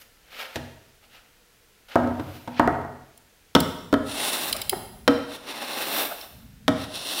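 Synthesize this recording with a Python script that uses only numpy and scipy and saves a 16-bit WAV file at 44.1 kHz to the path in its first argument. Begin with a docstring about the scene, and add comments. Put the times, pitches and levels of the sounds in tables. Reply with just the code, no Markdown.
"""In a small workshop an open wooden box slides off the bench with a rub, is turned round, bumps back over the
bench top and rocks to rest. From 3.5 s a metal hand plane is set down on it three times, each knock ringing
their modes, and pushed along the grain while the bench rumbles. Tearing fibres shake the board, the iron and
the shaving, which hisses out of the mouth. As the first two long pushes end, air squeaks under the plane's sole
as it lifts and the shaving snaps off. One close microphone hears it all, with the room's reverberation."""
import sys
import numpy as np
from scipy import signal
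from scipy.fft import rfft, irfft
from scipy.io import wavfile

SR = 44100
rng = np.random.default_rng(int(sys.argv[2]) if len(sys.argv) > 2 else 0)


def store_pcm(level_fs):
    """Save levels as 16-bit WAV."""
    pcm = np.round(np.clip(level_fs, -1, 1) * 32767).astype(np.int16)
    wavfile.write(sys.argv[1], SR, np.atleast_2d(pcm).T)


N = 317520

# Levels in the tables are relative. Spectra have in each row: frequency in Hz, density in dB.
# Wood and hands slide. Each row: loudest moment, rise and fall constants in seconds, rub and brush in dB.
SLIDES = [(.02, 0.017, 0.017, -49.5, -47.5), (.405, 0.044, .04, -29.5, -42), (.55, 0.014, 0.03, -41, -52),
          (1.05, 0.023, 0.014, -55, -63.5), (1.15, 0.027, 0.033, -44.5, -57),
          (1.886, 0.0018, 0.015, -46.5, -57), (1.919, 0.0082, 0.071, -37.5, -57),
          (2.35, 0.2, 0.13, -48.5, -52.5), (2.58, 0.022, 0.025, -33, -67.5)]
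RUB_SPECTRUM = [(150, -37), (250, -7), (311, -21), (547, -1.5), (605, -8.5), (731, -4), (1150, -9.5),
                (1320, -1), (1880, -5), (2300, -3), (2820, -2.5), (4290, -10), (5410, -16), (8000, -34),
                (10400, -40.5), (17600, -120)]   # the body of the friction noise
BRUSH_SPECTRUM = [(3530, -6), (6000, -2), (7710, -4), (13400, 4), (15000, 4.5), (16000, -13)]   # its high hiss
# The box bumps the bench. Each row: start in seconds, force, extra thump and extra treble in dB.
BOX_BUMPS = [(.558, -15, 6, 13), (1.026, -44, -12, -10), (1.495, -61, -5, 4), (1.957, 2, -1, -29),
             (2.035, -16, 4.5, -13), (2.197, -19, 10.5, 1), (2.476, -16, 4, -2.5), (2.596, 2.5, -1.5, -15),
             (2.676, 0, -2, -26), (2.85, -23, 9, -40), (4.728, -14, -8, -5)]
# Modes of the free box. Each row: frequency in Hz, level in dB, t60 in seconds.
BOX_MODES = [(91.3, -27, 0.18), (135.7, -31.5, 0.29), (244.1, -23.5, 0.34), (311, -20, 0.14),
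             (494, -31, 0.23), (562, -20, 0.066), (659, -16.5, 0.088), (742.5, -22.5, 0.15),
             (826, -21.5, 0.099), (923, -17.5, 0.073), (1090, -23.5, 0.052), (1286, -25.5, .08),
             (1430, -29, .05), (1520, -35, 0.079), (1894, -20.5, 0.041), (2140, -26.5, 0.045)]
CRACK_SPECTRUM = [(100, -6), (300, 11), (800, -2.5), (1500, 1.5), (2500, -11), (4000, -13.5), (7000, -28.5),
                  (11000, -30), (16000, -39)]   # the many short-lived modes of struck wood
# The box rocks to rest. Each row: start and length in seconds, first force and extra thump in dB.
SETTLING = [(1.963, .38, -14.5, 7), (2.603, .27, -12.5, -4.5)]
# Shavings snap and the plane's loose parts tick. Each row: start in seconds, level and extra clink in dB.
TICKS = [(3.176, -36.5, -9), (3.603, -11, -2), (4.5272, -12, 4), (4.565, -17.5, -6), (4.6162, -15, 2),
         (4.6951, -5, -3.5), (6.2113, -32, 7.5)]
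SNAP_SPECTRUM = [(3820, -32), (6500, -8.5), (7040, -25.5), (7590, 2), (8240, -14), (9480, -0.5),
                 (12500, -9), (13900, -4), (16000, -2.5)]   # the bright top of a tick
# The lower ring of a tick. Each row: frequency and bandwidth in Hz, level in dB.
CLINK_PEAKS = [(2200, 92, -5.5), (3090, 170, -1.5), (4090, 180, -0.5), (4840, 87, 3.5), (5390, 64, 2.5)]
# The plane lands. Each row: start in seconds, toe force, extra thump, extra treble and heel force in dB.
LANDINGS = [(3.551, -2, 0.5, 10.5, -2), (3.928, -9, 3.5, -5, -9), (5.078, -1.5, -6, 6.5, -21),
            (6.68, -4, -7, 6, -23.5)]
# Modes of the plane pressed on the box. Each row: frequency in Hz, level in dB, t60 in seconds.
PLANE_MODES = [(97, -31.5, 0.28), (131, -23, 0.11), (206.7, -21.5, 0.13), (241, -18, 0.15),
               (282, -9.5, 0.12), (386, -16.5, 0.075), (482, -16, 0.38), (631, -15.5, 0.16),
               (732, -17, 0.086), (848, -26.5, 0.06), (931, -15, 0.034), (1115, -17, 0.035),
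               (1285, -17, 0.12), (1398, -14, 0.032), (1519, -19.5, 0.047), (1800, -22, 0.032),
               (1880, -24, 0.06), (3110, -25.5, 0.048), (3320, -23.5, 0.026), (3680, -21, 0.016),
               (4330, -32.5, 0.016), (5520, -32.5, 0.041)]
# Weight comes onto the bench or leaves it. Each row: start and end in seconds, level in dB.
BENCH_ROCKING = [(3.91, 4.09, -47), (4.543, 4.777, -48.5), (4.933, 5.197, -49.5), (6.373, 6.893, -48.5)]
RUMBLE_SPECTRUM = [(15, -50), (25, -15), (54, 1), (150, -3.5), (195, -5), (220, -0.5), (290, -12.5),
                   (480, -120)]   # the rocking bench
# Long cuts and short nudges of the plane.
# Each row: start, hardest moment and end in seconds, effort, extra board and extra shaving in dB.
PUSHES = [(4.115, 4.26, 4.5, .5, 0, 1.5), (4.567, 4.57, 4.6, -14, 7, 4), (5.325, 5.335, 5.36, -9, -1, 1),
          (5.48, 6.02, 6.06, 0, 2, -1), (6.214, 6.218, 6.235, -13, -5, 3),
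          (6.802, 6.815, 6.84, -8.5, 0, -1), (6.945, 7.19, 7.3, 1, -5, -3)]
BOARD_SPECTRUM = [(53, -45), (90, -29), (204, -8.5), (251, -1), (441, -5), (569, -1.5), (754, -2), (832, 0),
                  (971, -7), (1060, -2.5), (1360, -7), (1960, -6.5), (2140, -4), (2360, -8.5), (2600, -2),
                  (3380, -68), (5720, -120)]   # the wood under the cut
# Resonances of iron, curling shaving and edge. Each row: frequency and bandwidth in Hz, level in dB.
IRON_PEAKS = [(2726, 200, -0.5), (3050, 280, -2.5), (3534, 285, 1), (3840, 260, 1.5), (4170, 380, -1.5),
              (4900, 470, -7.5), (5550, 440, -5)]
CURL_PEAKS = [(7500, 2000, -6), (9330, 470, 3.5), (9800, 660, -0.5), (10350, 420, 1), (11030, 330, -4)]
EDGE_PEAKS = [(11900, 600, -12), (13640, 1600, 20), (14300, 600, -12), (15000, 540, 14)]
# Air squeaks under the lifting sole. Each row: centre in seconds, level in dB, pitch in Hz, half-length in
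# seconds.
SQUEAKS = [(4.556, -30, 590, 0.0086), (4.735, -22, 415, 0.0092), (4.770, -30.5, 170, 0.0039),
           (6.12, -30, 660, 0.01)]
# Decay of the workshop's reverberation. Each row: frequency in Hz, t60 in seconds.
ROOM_T60 = [(80, .85), (210, .75), (560, .75), (1470, .75), (3900, .8), (12000, .9)]
# Strength of the reverberation. Each row: frequency in Hz, level in dB.
ROOM_LEVELS = [(80, 1.5), (250, -8), (600, -5.5), (1400, -5.5), (3500, -9), (12000, -8.5)]
BACKGROUND_SPECTRUM = [(12, -30.5), (20, 4.5), (150, -8), (210, -9), (301, -10), (410, -11), (485, -4),
                       (527, -12.5), (897, -14.5), (1220, -16), (1330, -11.5), (2750, -14), (4940, -17),
                       (8650, -20.5), (16000, -21)]   # steady, mostly low noise


def from_db(db):
    """Amplitude grows tenfold with every 20 dB."""
    return 10 ** (np.asarray(db) / 20)


def unit_rms(x):
    """Dividing by the rms gives a signal unit power."""
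    return x / np.sqrt(np.mean(x ** 2) + 1e-20)


def at_hz(points, hz):
    """Interpolation follows log frequency, as pitch does."""
    knots_hz, values = np.transpose(points)
    return np.interp(np.log(np.maximum(hz, 1)), np.log(knots_hz), values)


def colour(x, spectrum):
    """Filtering multiplies spectra; this filter falls steeply past its ends. The result has rms 1."""
    hz = np.fft.rfftfreq(len(x), 1 / SR) + 1
    skirts = 1 / (1 + (.8 * spectrum[0][0] / hz) ** 8) / (1 + (.8 * hz / spectrum[-1][0]) ** 8)
    return unit_rms(irfft(rfft(x) * from_db(at_hz(spectrum, hz)) * skirts, len(x)))


def resonate(x, peaks):
    """Forced resonators respond in parallel; the sum is band-limited and has rms 1."""
    out = 0
    for k, (hz, width, db) in enumerate(peaks):
        radius = np.exp(-np.pi * width / SR)
        poles = [1, -2 * radius * np.cos(2 * np.pi * hz / SR), radius ** 2]
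        out = out + (-1) ** k * from_db(db) * (1 - radius ** 2) / 2 * signal.lfilter([1, 0, -1], poles, x)
    return unit_rms(butter(out, [0.81 * peaks[0][0], 1.11 * peaks[-1][0]], "band"))


def butter(x, hz, kind, order=2):
    """A causal Butterworth filter has a maximally flat passband."""
    return signal.sosfilt(signal.butter(order, np.clip(hz, 10, .45 * SR), kind, fs=SR, output="sos"), x)


def drift(per_s):
    """Random values joined by straight lines make a smooth fluctuation of rms 1."""
    knots = rng.standard_normal(int(N / SR * per_s) + 2)
    return unit_rms(np.interp(np.arange(N) / SR * per_s, np.arange(len(knots)), knots))


def grains(per_s, spread_db):
    """Independent clicks of uneven size make shot noise."""
    clicks = (rng.random(N) < per_s / SR) * rng.choice([-1, 1], N)
    return clicks * from_db(spread_db * np.minimum(rng.exponential(1, N), 5)) + 1e-18


def envelope(start, end, rise_s, fall_s):
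    """Exponential growth and decay, given as time constants, flank a hold from start to end."""
    t = np.arange(N) / SR
    exponent = np.minimum(t - start, 0) / rise_s - np.maximum(t - end, 0) / fall_s
    return np.exp(np.maximum(exponent, -40))


def add(track, start, sound):
    """By superposition, a sound adds to the track from its start in seconds."""
    i = max(int(start * SR), 0)
    track[i:i + len(sound)] += sound[:N - i]


def sliding(rub_db, brush_db):
    """Sliding friction is noise: smooth wood catches lightly on many tiny points."""
    rub, brush = sum(np.outer(from_db(levels_db), envelope(loudest, loudest, rise, fall))
                     for loudest, rise, fall, *levels_db in SLIDES)
    friction = grains(per_s=6200, spread_db=1.0) * from_db(1.35 * drift(70))
    return (rub * from_db(rub_db) * colour(friction, RUB_SPECTRUM)
            + brush * from_db(brush_db) * colour(friction, BRUSH_SPECTRUM))


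def impacts(rows, modes, crack_db, crack_t60, vary_db, thump_hz, hard_hz):
    """An impact excites damped modes and a crack; weight lifts the bass, a hard contact the treble."""
    t, out = np.arange(SR // 2) / SR, np.zeros(N)
    hz = np.fft.rfftfreq(len(t), 1 / SR)
    mode_hz, mode_db, t60 = np.transpose(modes)
    rings = np.sin(2 * np.pi * mode_hz[:, None] * t) * from_db(-60 * t / t60[:, None])
    signs = (-1) ** np.arange(len(modes))
    fade = np.minimum(1, 10 * (1 - t / t[-1])) ** 2
    for start, force_db, thump_db, hard_db in rows:
        crack = colour(rng.standard_normal(len(t)), CRACK_SPECTRUM)
        crack *= from_db(crack_db - 60 * t / crack_t60)
        mode_gains = signs * from_db(mode_db + vary_db * rng.standard_normal(len(modes)))
        bass_db = thump_db / (1 + (hz / thump_hz) ** 4)
        treble_db = hard_db * (1 - 1 / (1 + (hz / hard_hz) ** 6))
        spectrum = rfft(mode_gains @ rings + crack) * from_db(force_db + bass_db + treble_db)
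        add(out, start, irfft(spectrum, len(t)) * fade)
    return butter(out, 42.7, "high")   # small bodies radiate no deep bass


def box_knocks(gap_s, decay_db_per_s, hard_db):
    """The struck box vibrates freely; set down hard, it loses energy in small, uneven knocks."""
    rows = list(BOX_BUMPS)
    for start, length, force_db, thump_db in SETTLING:
        for k, (timing, strength) in enumerate(rng.uniform(-1, 1, size=(16, 2))):
            delay = gap_s * max(k + .5 * timing, 0)
            if delay < length:
                knock_db = force_db - decay_db_per_s * delay + 4 * strength
                rows.append((start + delay, knock_db, thump_db, hard_db))
    return impacts(rows, BOX_MODES, crack_db=-12, crack_t60=0.058, vary_db=3, thump_hz=406, hard_hz=2310)


def ticks(level_db, clink_db, t60):
    """A brittle snap is a broadband transient: a bright burst with a brief clink under it."""
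    t, out = np.arange(SR // 8) / SR, np.zeros(N)
    for start, tick_db, extra_clink_db in TICKS:
        burst = rng.standard_normal(len(t))
        snap = colour(burst, SNAP_SPECTRUM)
        clink = from_db(clink_db + extra_clink_db) * resonate(burst, CLINK_PEAKS)
        add(out, start, (snap + clink) * from_db(tick_db + level_db - 60 * t / t60))
    return out


def plane_knocks(heel_lag_s, heel_weight_db, heel_hard_db):
    """Plane and box ring as one coupled body: the toe strikes, then the heel with constant weight."""
    toes = [row[:-1] for row in LANDINGS]
    heels = [(start + heel_lag_s, force_db, heel_weight_db - force_db, heel_hard_db)
             for start, *_, force_db in LANDINGS]
    return impacts(toes + heels, PLANE_MODES,
                   crack_db=-5, crack_t60=0.028, vary_db=3.5, thump_hz=520, hard_hz=2520)


def bench_rumble():
    """A changing load, the worker's weight, drives low vibration of the bench."""
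    rocking = sum(from_db(db) * envelope(start, end, rise_s=0.065, fall_s=.09)
                  for start, end, db in BENCH_ROCKING)
    return rocking * colour(rng.standard_normal(N), RUMBLE_SPECTRUM)


def push_gains(swell_db_per_s, sizzle_db_per_s):
    """Board, iron, curl and edge follow power laws of the effort, which peaks once in each push."""
    t, gains = np.arange(N) / SR, 0
    for start, hardest, end, peak_db, board_db, shaving_db in PUSHES:
        now = np.clip(t, start, end)
        effort_db = peak_db - swell_db_per_s * np.abs(now - hardest)
        sizzle_db = sizzle_db_per_s * (now - start)   # rises as the shaving grows
        layers_db = [0.84 * effort_db + board_db, effort_db,
                     1.5 * effort_db + shaving_db, effort_db + shaving_db + sizzle_db]
        gains = gains + envelope(start, end, rise_s=0.031, fall_s=0.016) * from_db(layers_db)
    return gains


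def cutting(board_db, iron_db, curl_db, edge_db):
    """Fibres fracture in uneven bunches and force board, iron and shaving into vibration together."""
    board, iron, curl, edge = push_gains(swell_db_per_s=16.5, sizzle_db_per_s=28.5)
    fibres = grains(per_s=9000, spread_db=1.0)
    grain_db, chatter_db = 1.64 * drift(45), drift(500)
    tearing = fibres * from_db(grain_db + chatter_db)
    return (board * from_db(board_db) * colour(tearing, BOARD_SPECTRUM)
            + iron * from_db(iron_db) * resonate(tearing, IRON_PEAKS)
            + curl * from_db(curl_db) * resonate(tearing, CURL_PEAKS)
            + edge * from_db(edge_db) * resonate(tearing, EDGE_PEAKS))


def squeaks(octave_db, roughness):
    """Air squeezed or sucked under the plane's sole as it lifts gives a few uneven cycles of a tone."""
    t, out = np.arange(N) / SR, 0
    waver = 1 + roughness * drift(300)
    for centre, db, hz, half_length in SQUEAKS:
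        phase = 2 * np.pi * np.cumsum(hz * waver) / SR
        tone = np.sin(phase) + from_db(octave_db) * np.sin(2 * phase)
        out = out + from_db(db) * np.exp(-((t - centre) / half_length) ** 2) * tone
    return out


def reverberation(x, build_s):
    """A diffuse field builds up quickly and decays exponentially in each half-octave band."""
    t, response = np.arange(SR) / SR, 0
    build_up = 1 - np.exp(-(t / build_s) ** 2)
    edges_hz = 45 * 2 ** (np.arange(18) / 2)
    for low, high in zip(edges_hz, edges_hz[1:]):
        hz = np.sqrt(low * high)
        noise = butter(rng.standard_normal(SR), [low, high], "band")
        tail = unit_rms(noise * from_db(-60 * t / at_hz(ROOM_T60, hz)) * build_up)
        unity_gain = np.sqrt(2 * (high - low)) / SR
        response = response + tail * unity_gain * from_db(at_hz(ROOM_LEVELS, hz))
    return signal.fftconvolve(x, response)[:N]


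def scene():
    """The sources superpose in the middle; only a trace of the room differs between the channels."""
    box = box_knocks(gap_s=.036, decay_db_per_s=60, hard_db=-22)
    plane = plane_knocks(heel_lag_s=.0115, heel_weight_db=-4.5, heel_hard_db=-1.5)
    cut = cutting(board_db=-33.5, iron_db=-32.5, curl_db=-36.5, edge_db=-46)
    slide = sliding(rub_db=-3.0, brush_db=-3.5)
    small_sounds = ticks(level_db=-7.5, clink_db=0.5, t60=0.027) + squeaks(octave_db=-4, roughness=0.11)
    into_room = from_db(1.5) * (box + cut + slide) + from_db(-1) * plane + from_db(-2) * small_sounds
    room = reverberation(into_room, build_s=0.01)
    side = from_db(-30) * reverberation(into_room, build_s=0.0065)
    background = from_db(-59) * colour(rng.standard_normal(N), BACKGROUND_SPECTRUM)
    middle = box + plane + cut + slide + small_sounds + room + bench_rumble() + background
    return np.array([middle + side, middle - side])


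def record(dry):
    """Soft saturation rounds the hardest knocks, and a steep low-pass removes the top."""
    rounded = 1.2 * np.tanh(dry / 1.2)
    return signal.sosfilt(signal.ellip(10, .1, 70, 15800, fs=SR, output="sos"), rounded)


dry = scene()
out = record(dry)
store_pcm(out)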